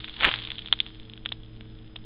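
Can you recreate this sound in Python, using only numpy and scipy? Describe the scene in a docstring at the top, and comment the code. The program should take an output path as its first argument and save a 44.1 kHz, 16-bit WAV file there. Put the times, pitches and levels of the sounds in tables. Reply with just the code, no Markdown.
"""Overheating circuit strip

A strip of circuit overheats on a workbench, over a steady machine hum and low room rumble.
Blisters in its coating burst: clicks drive a bright ring, a broad snap and a low knock. Random ticks
and hiss make a fine sizzle. It flares once in a dense crackle of ticks with a soft puff of noise,
then cools and the sizzle thins out. The microphone is mono and narrow-band."""
import sys
import numpy as np
from scipy import signal
from scipy.fft import rfft, irfft
from scipy.io import wavfile

SR = 44100
rng = np.random.default_rng(int(sys.argv[2]) if len(sys.argv) > 2 else 0)


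def bounce(signal):
    """Save signal as a 16-bit WAV file at the path given by the first command-line argument."""
    frames = np.transpose(np.atleast_2d(signal))
    limited = np.clip(frames, -1, 1)
    pcm = np.round(limited * 32767).astype(np.int16)
    wavfile.write(sys.argv[1], SR, pcm)


N = 90404   # length [samples]


def from_db(db):
    """Decibels to gain."""
    return 10 ** (np.asarray(db) / 20)


def rms_one(x):
    """Scale to unit rms."""
    return x / np.sqrt(np.mean(x ** 2) + 1e-20)


def white_noise():
    """Equal energy at every frequency."""
    return rng.standard_normal(N)


def gains_in_time(rows):
    """Each dB column of a curve as a gain per sample."""
    times, *columns = np.transpose(rows)
    return [from_db(np.interp(np.arange(N) / SR, times, levels)) for levels in columns]


def coloured(x, points):
    """Shape x by a smooth spectrum, straight in dB over log frequency; rms 1."""
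    hz, db = np.transpose(points)
    f = np.maximum(np.fft.rfftfreq(N, 1 / SR), 1)
    shape = from_db(np.interp(np.log(f), np.log(hz), db))
    return rms_one(irfft(rfft(x) * shape, N))


def drift(rate_hz):
    """Slow random wander with spread 1: low-passed noise, one point per 100 samples."""
    lowpass = signal.butter(2, rate_hz, fs=SR / 100, output="sos")
    slow = signal.sosfilt(lowpass, rng.standard_normal(N // 100 + 502))[500:]   # drop the filter's start-up
    return np.interp(np.arange(N) / 100, np.arange(len(slow)), rms_one(slow))


def ring(x, hz, width_hz):
    """A two-pole resonance: a unit click sets it ringing at about height 1."""
    r = np.exp(-np.pi * width_hz / SR)
    w = 2 * np.pi * hz / SR
    return signal.lfilter([.5, 0, -.5], [1, -2 * r * np.cos(w), r * r], x + 1e-18)


def ticks(per_s, spread_db):
    """Tiny clicks at random moments, many weak and a few strong."""
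    sizes = from_db(spread_db * np.minimum(rng.exponential(1, N), 4))
    signs = rng.choice([-1, 1], N)
    return sizes * signs * (rng.random(N) < per_s / SR)


WAVER_HZ = 8   # upper edge of the hum's wander


def tone(hz, waver):
    """A hum line that wavers in level and phase; rms 1."""
    phase = 2 * np.pi * (hz * np.arange(N) / SR + rng.random())
    in_phase = (1 + waver * drift(WAVER_HZ)) * np.sin(phase)
    quadrature = waver * drift(WAVER_HZ) * np.cos(phase)
    return rms_one(in_phase + quadrature)


# Steady lines of the machine hum: (frequency [Hz], level [dB], waver [share of the level])
HUM_LINES = [(50, -52.5, 0.41), (221.5, -58, 0.53), (316.3, -56, 0.16), (377, -74.5, 0.54),
             (443.6, -62, 0.27)]
# Level of the main hum line, the drone: (time [s], level [dB])
DRONE_LEVEL = [(0, -48.5), (.08, -56), (.28, -61), (.33, -43), (.5, -51), (.65, -53), (1.0, -51.5),
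               (1.4, -48.5), (2.05, -49)]
DRONE_HZ, DRONE_WAVER = 112.1, 0.18


def hum():
    """Machine hum: steady sine lines plus a drone whose level moves."""
    drone_gain, = gains_in_time(DRONE_LEVEL)
    drone = drone_gain * tone(DRONE_HZ, DRONE_WAVER)
    return drone + sum(from_db(db) * tone(hz, waver) for hz, db, waver in HUM_LINES)


WHINE_HZ, WHINE_WIDTH_HZ, WHINE_DB = 5010, 79, -55


def whine():
    """Faint narrow hiss at the top of the band: noise through two equal resonances."""
    once = ring(white_noise(), WHINE_HZ, WHINE_WIDTH_HZ)
    twice = ring(once, WHINE_HZ, WHINE_WIDTH_HZ)
    return from_db(WHINE_DB) * rms_one(twice)


# Spectrum of the room rumble: (frequency [Hz], relative level [dB])
RUMBLE_SPECTRUM = [(10, 5.5), (30, 5), (55, -5), (80, -6.5), (130, -12.5), (180, -7), (225, -9),
                   (280, -12.5), (420, -18.5), (600, -23), (1000, -29.5), (1500, -29.5), (2100, -37),
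                   (3400, -38.5), (5000, -41.5)]
RUMBLE_DB = -47.5


def rumble():
    """Room rumble: noise weighted to the lows."""
    return from_db(RUMBLE_DB) * coloured(white_noise(), RUMBLE_SPECTRUM)


# Strength of the sizzle as the strip heats and cools: (time [s], level [dB])
SIZZLE_HEAT = [(0, -41.5), (.14, -39), (.2, -36), (.25, -23), (.31, -28.5), (.38, -35.5), (.55, -41),
               (.7, -44.5), (.87, -46.5), (1.18, -55), (1.4, -55), (1.66, -56), (2.05, -58.5)]
# Spectrum of the ticks and hiss: (frequency [Hz], relative level [dB])
SIZZLE_SPECTRUM = [(300, -28), (700, -19.5), (1500, -12), (2600, -10), (3100, 0.5), (3450, 2.5),
                   (3900, -3.5), (4500, -2), (5000, -3.5)]
# Spectrum of the duller little snaps: (frequency [Hz], relative level [dB])
DULL_SPECTRUM = [(400, -22.5), (900, -0.5), (1600, -4.5), (2600, 2), (3400, -3), (5000, -11.5)]
TICKS_PER_S, DULL_PER_S, TICK_SPREAD_DB = 670, 250, 5.5
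TICK_DB, DULL_DB, HISS_DB = 0, -14, -1.5   # mix within the sizzle


def sizzle():
    """The hot coating fries: fine bright ticks and fewer dull snaps over a thin hiss."""
    heat, = gains_in_time(SIZZLE_HEAT)
    bright = from_db(TICK_DB) * coloured(ticks(TICKS_PER_S, TICK_SPREAD_DB), SIZZLE_SPECTRUM)
    dull = from_db(DULL_DB) * coloured(ticks(DULL_PER_S, TICK_SPREAD_DB), DULL_SPECTRUM)
    hiss = from_db(HISS_DB) * coloured(white_noise(), SIZZLE_SPECTRUM)
    return heat * (bright + dull + hiss)


def dying_noise(clicks, t60):
    """Fresh noise after every click, with the click's energy, dying away over t60 [s]."""
    r = from_db(-120 / (t60 * SR))   # decay of power per sample
    power = signal.lfilter([1 - r], [1, -r], clicks ** 2 + 1e-18)
    return np.sqrt(power) * white_noise()


TEAR_T60_S, TEAR_DB = .005, -6     # the skin of the blister tears just after the first click
TAIL_T60_S, TAIL_DB = 0.034, -11   # scatter from the bench around the strip


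def bursts(times, db):
    """A click, a brief tearing and a weak tail for each blister."""
    clicks = np.zeros(N)
    clicks[np.clip((times * SR).astype(int), 0, N - 1)] = from_db(db)
    tear = from_db(TEAR_DB) * dying_noise(clicks, TEAR_T60_S)
    tail = from_db(TAIL_DB) * dying_noise(clicks, TAIL_T60_S)
    return clicks + tear + tail


def scatter(x, t60):
    """Dense room reflections that die away: convolution with decaying noise of unit energy."""
    t = np.arange(SR // 4) / SR
    echo = rng.standard_normal(len(t)) * from_db(-60 * t / t60) * (t > .0006)   # short gap first
    return signal.fftconvolve(x, echo / np.sqrt(np.sum(echo ** 2)))[:N]


# Bursting blisters, each part's level before its trim below:
# (time [s], ring level [dB], snap level [dB], low knock level [dB])
BLISTERS = [(0.0044, -27, -34, -65), (0.043, -17.5, -24, -47.5), (0.0791, -28.5, -28.5, -49),
            (0.0842, -28, -30.5, -58), (0.0947, -23, -32.5, -48), (0.1663, -28.5, -29.5, -49),
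            (0.1908, -28, -29.5, -45.5), (0.2018, -19, -31, -52), (0.2083, -14, -17.5, -34),
            (0.2221, -22, -24.5, -24), (0.2309, -13.5, -9, -28), (0.2355, -14.5, -9, -27.5),
            (0.237, -23, -15.5, -26.5), (0.2411, -22.5, -18, -28), (0.2443, -16, -3, -23),
            (0.2488, -7.5, -2, -30), (0.2526, -10.5, -4, -30), (0.2548, -17.5, -14, -29.5),
            (0.2725, -19.5, -14, -20), (0.2838, -29, -19, -23), (0.29, -18.5, -17, -29.5),
            (0.2945, -16.5, -22, -35), (0.3122, -16.5, -24.5, -29.5), (0.3141, -19, -17, -31),
            (0.339, -17.5, -12, -32), (0.3495, -16.5, -27.5, -39.5), (0.3589, -20.5, -31, -53),
            (0.3773, -27, -27, -55), (0.3878, -17, -27, -38), (0.3931, -28.5, -34, -45.5),
            (0.4384, -26, -33, -62.5), (0.4497, -22, -33.5, -50), (0.4723, -17, -30, -45),
            (0.5031, -12.5, -27.5, -43), (0.5168, -18, -26, -38), (0.5549, -30, -35.5, -51),
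            (0.5822, -20, -29.5, -40), (0.5904, -17, -39.5, -51.5), (0.6201, -26, -38, -63),
            (0.659, -24.5, -33.5, -36), (0.6734, -24, -32.5, -41.5), (0.6844, -27, -34.5, -46.5),
            (0.7256, 1, -18, -42), (0.7262, -5, -9, -22), (0.7354, -19.5, -25.5, -29.5),
            (0.7892, -23.5, -34, -48), (0.8021, -4.5, -23.5, -35), (0.8638, -24, -29.5, -44.5),
            (0.998, -33, -50.5, -63.5), (1.0973, -28, -40.5, -58.5), (1.1351, -27, -49.5, -55.5),
            (1.1759, -31, -37, -62), (1.2518, -27, -36, -49.5), (1.2588, -12, -14.5, -26.5),
            (1.2891, -20, -45, -70), (1.3196, -19.5, -25, -24), (1.3222, -14, -25.5, -37.5),
            (1.433, -36.5, -47.5, -48), (1.6084, -34, -35, -41), (1.7878, -39, -65, -61),
            (1.8442, -47, -49.5, -75), (1.9588, -28, -28.5, -38), (1.9619, -20, -41, -38)]
RING_HZ, RING_WIDTH_HZ, RING_TRIM_DB = 3459, 480, 0.5
SNAP_LOW_HZ, SNAP_HIGH_HZ, SNAP_TRIM_DB = 1272, 3040, 19
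KNOCK_HZ, KNOCK_WIDTH_HZ, KNOCK_TRIM_DB = 720, 360, -2
POP_TOP_HZ = 4300   # the bursts carry little above this
ROOM_T60_S, ROOM_DB = 0.33, -28


def pops():
    """Each burst drives a bright ring of a few cycles, a broad snap and a low knock; a little room follows."""
    times, ring_db, snap_db, knock_db = np.transpose(BLISTERS)
    rings = ring(bursts(times, ring_db + RING_TRIM_DB), RING_HZ, RING_WIDTH_HZ)
    snap_band = signal.butter(2, [SNAP_LOW_HZ, SNAP_HIGH_HZ], "band", fs=SR, output="sos")
    snaps = signal.sosfilt(snap_band, bursts(times, snap_db + SNAP_TRIM_DB))
    knocks = ring(bursts(times, knock_db + KNOCK_TRIM_DB), KNOCK_HZ, KNOCK_WIDTH_HZ)
    top = signal.butter(10, POP_TOP_HZ, fs=SR, output="sos")
    direct = signal.sosfilt(top, rings - snaps + knocks)   # snaps in opposite polarity
    return direct + from_db(ROOM_DB) * scatter(direct, ROOM_T60_S)


# The flare: (time [s], crackle level [dB], puff level [dB])
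FLARE_LEVELS = [(0, -73, -80), (.18, -53.5, -64.5), (.228, -24, -38.5), (.247, -33, -37),
                (.255, -24.5, -28), (.263, -24.5, -35), (.277, -26.5, -31), (.29, -26, -37),
                (.302, -38, -50.5), (.345, -43.5, -52), (.43, -53.5, -85), (.7, -68.5, -82)]
# Spectrum of the crackle: (frequency [Hz], relative level [dB])
CRACKLE_SPECTRUM = [(150, -19), (500, -3.5), (1000, 0), (2000, 3), (3000, 5), (3600, -8), (4200, -5),
                    (5000, -13)]
# Spectrum of the puff: (frequency [Hz], relative level [dB])
PUFF_SPECTRUM = [(20, -5.5), (60, -2.5), (120, -4.5), (300, -4.5), (600, -9), (1500, -28.5), (4000, -53.5)]
CRACKLE_TICKS_PER_S, CRACKLE_SPREAD_DB = 1300, 3


def flare():
    """The strip flashes: a dense crackle of ticks and a low puff of gas made of noise."""
    crackle_gain, puff_gain = gains_in_time(FLARE_LEVELS)
    crackle = coloured(ticks(CRACKLE_TICKS_PER_S, CRACKLE_SPREAD_DB), CRACKLE_SPECTRUM)
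    puff = coloured(white_noise(), PUFF_SPECTRUM)
    return crackle_gain * crackle + puff_gain * puff


def scene():
    """Everything reaches one microphone, alike in both channels."""
    strip = pops() + sizzle() + flare()
    background = hum() + whine() + rumble()
    return np.tile(strip + background, (2, 1))


MIC_EDGE_HZ, MIC_TOP = 3877, 0.91   # treble roll-off; clipping level [full scale = 1]
BAND_LIMIT_HZ, CUTOFF_HZ = 5100, 15850   # steep band end; stopband edge after clipping


def record(dry):
    """The microphone rolls off the treble, the band ends steeply and the loudest peaks clip."""
    mic = signal.sosfilt(signal.butter(9, MIC_EDGE_HZ, fs=SR, output="sos"), dry)
    narrow = signal.sosfilt(signal.ellip(8, .5, 60, BAND_LIMIT_HZ, fs=SR, output="sos"), mic)
    clipped = np.clip(narrow, -MIC_TOP, MIC_TOP)
    return signal.sosfilt(signal.cheby2(12, 70, CUTOFF_HZ, fs=SR, output="sos"), clipped)


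dry = scene()
out = record(dry)
bounce(out)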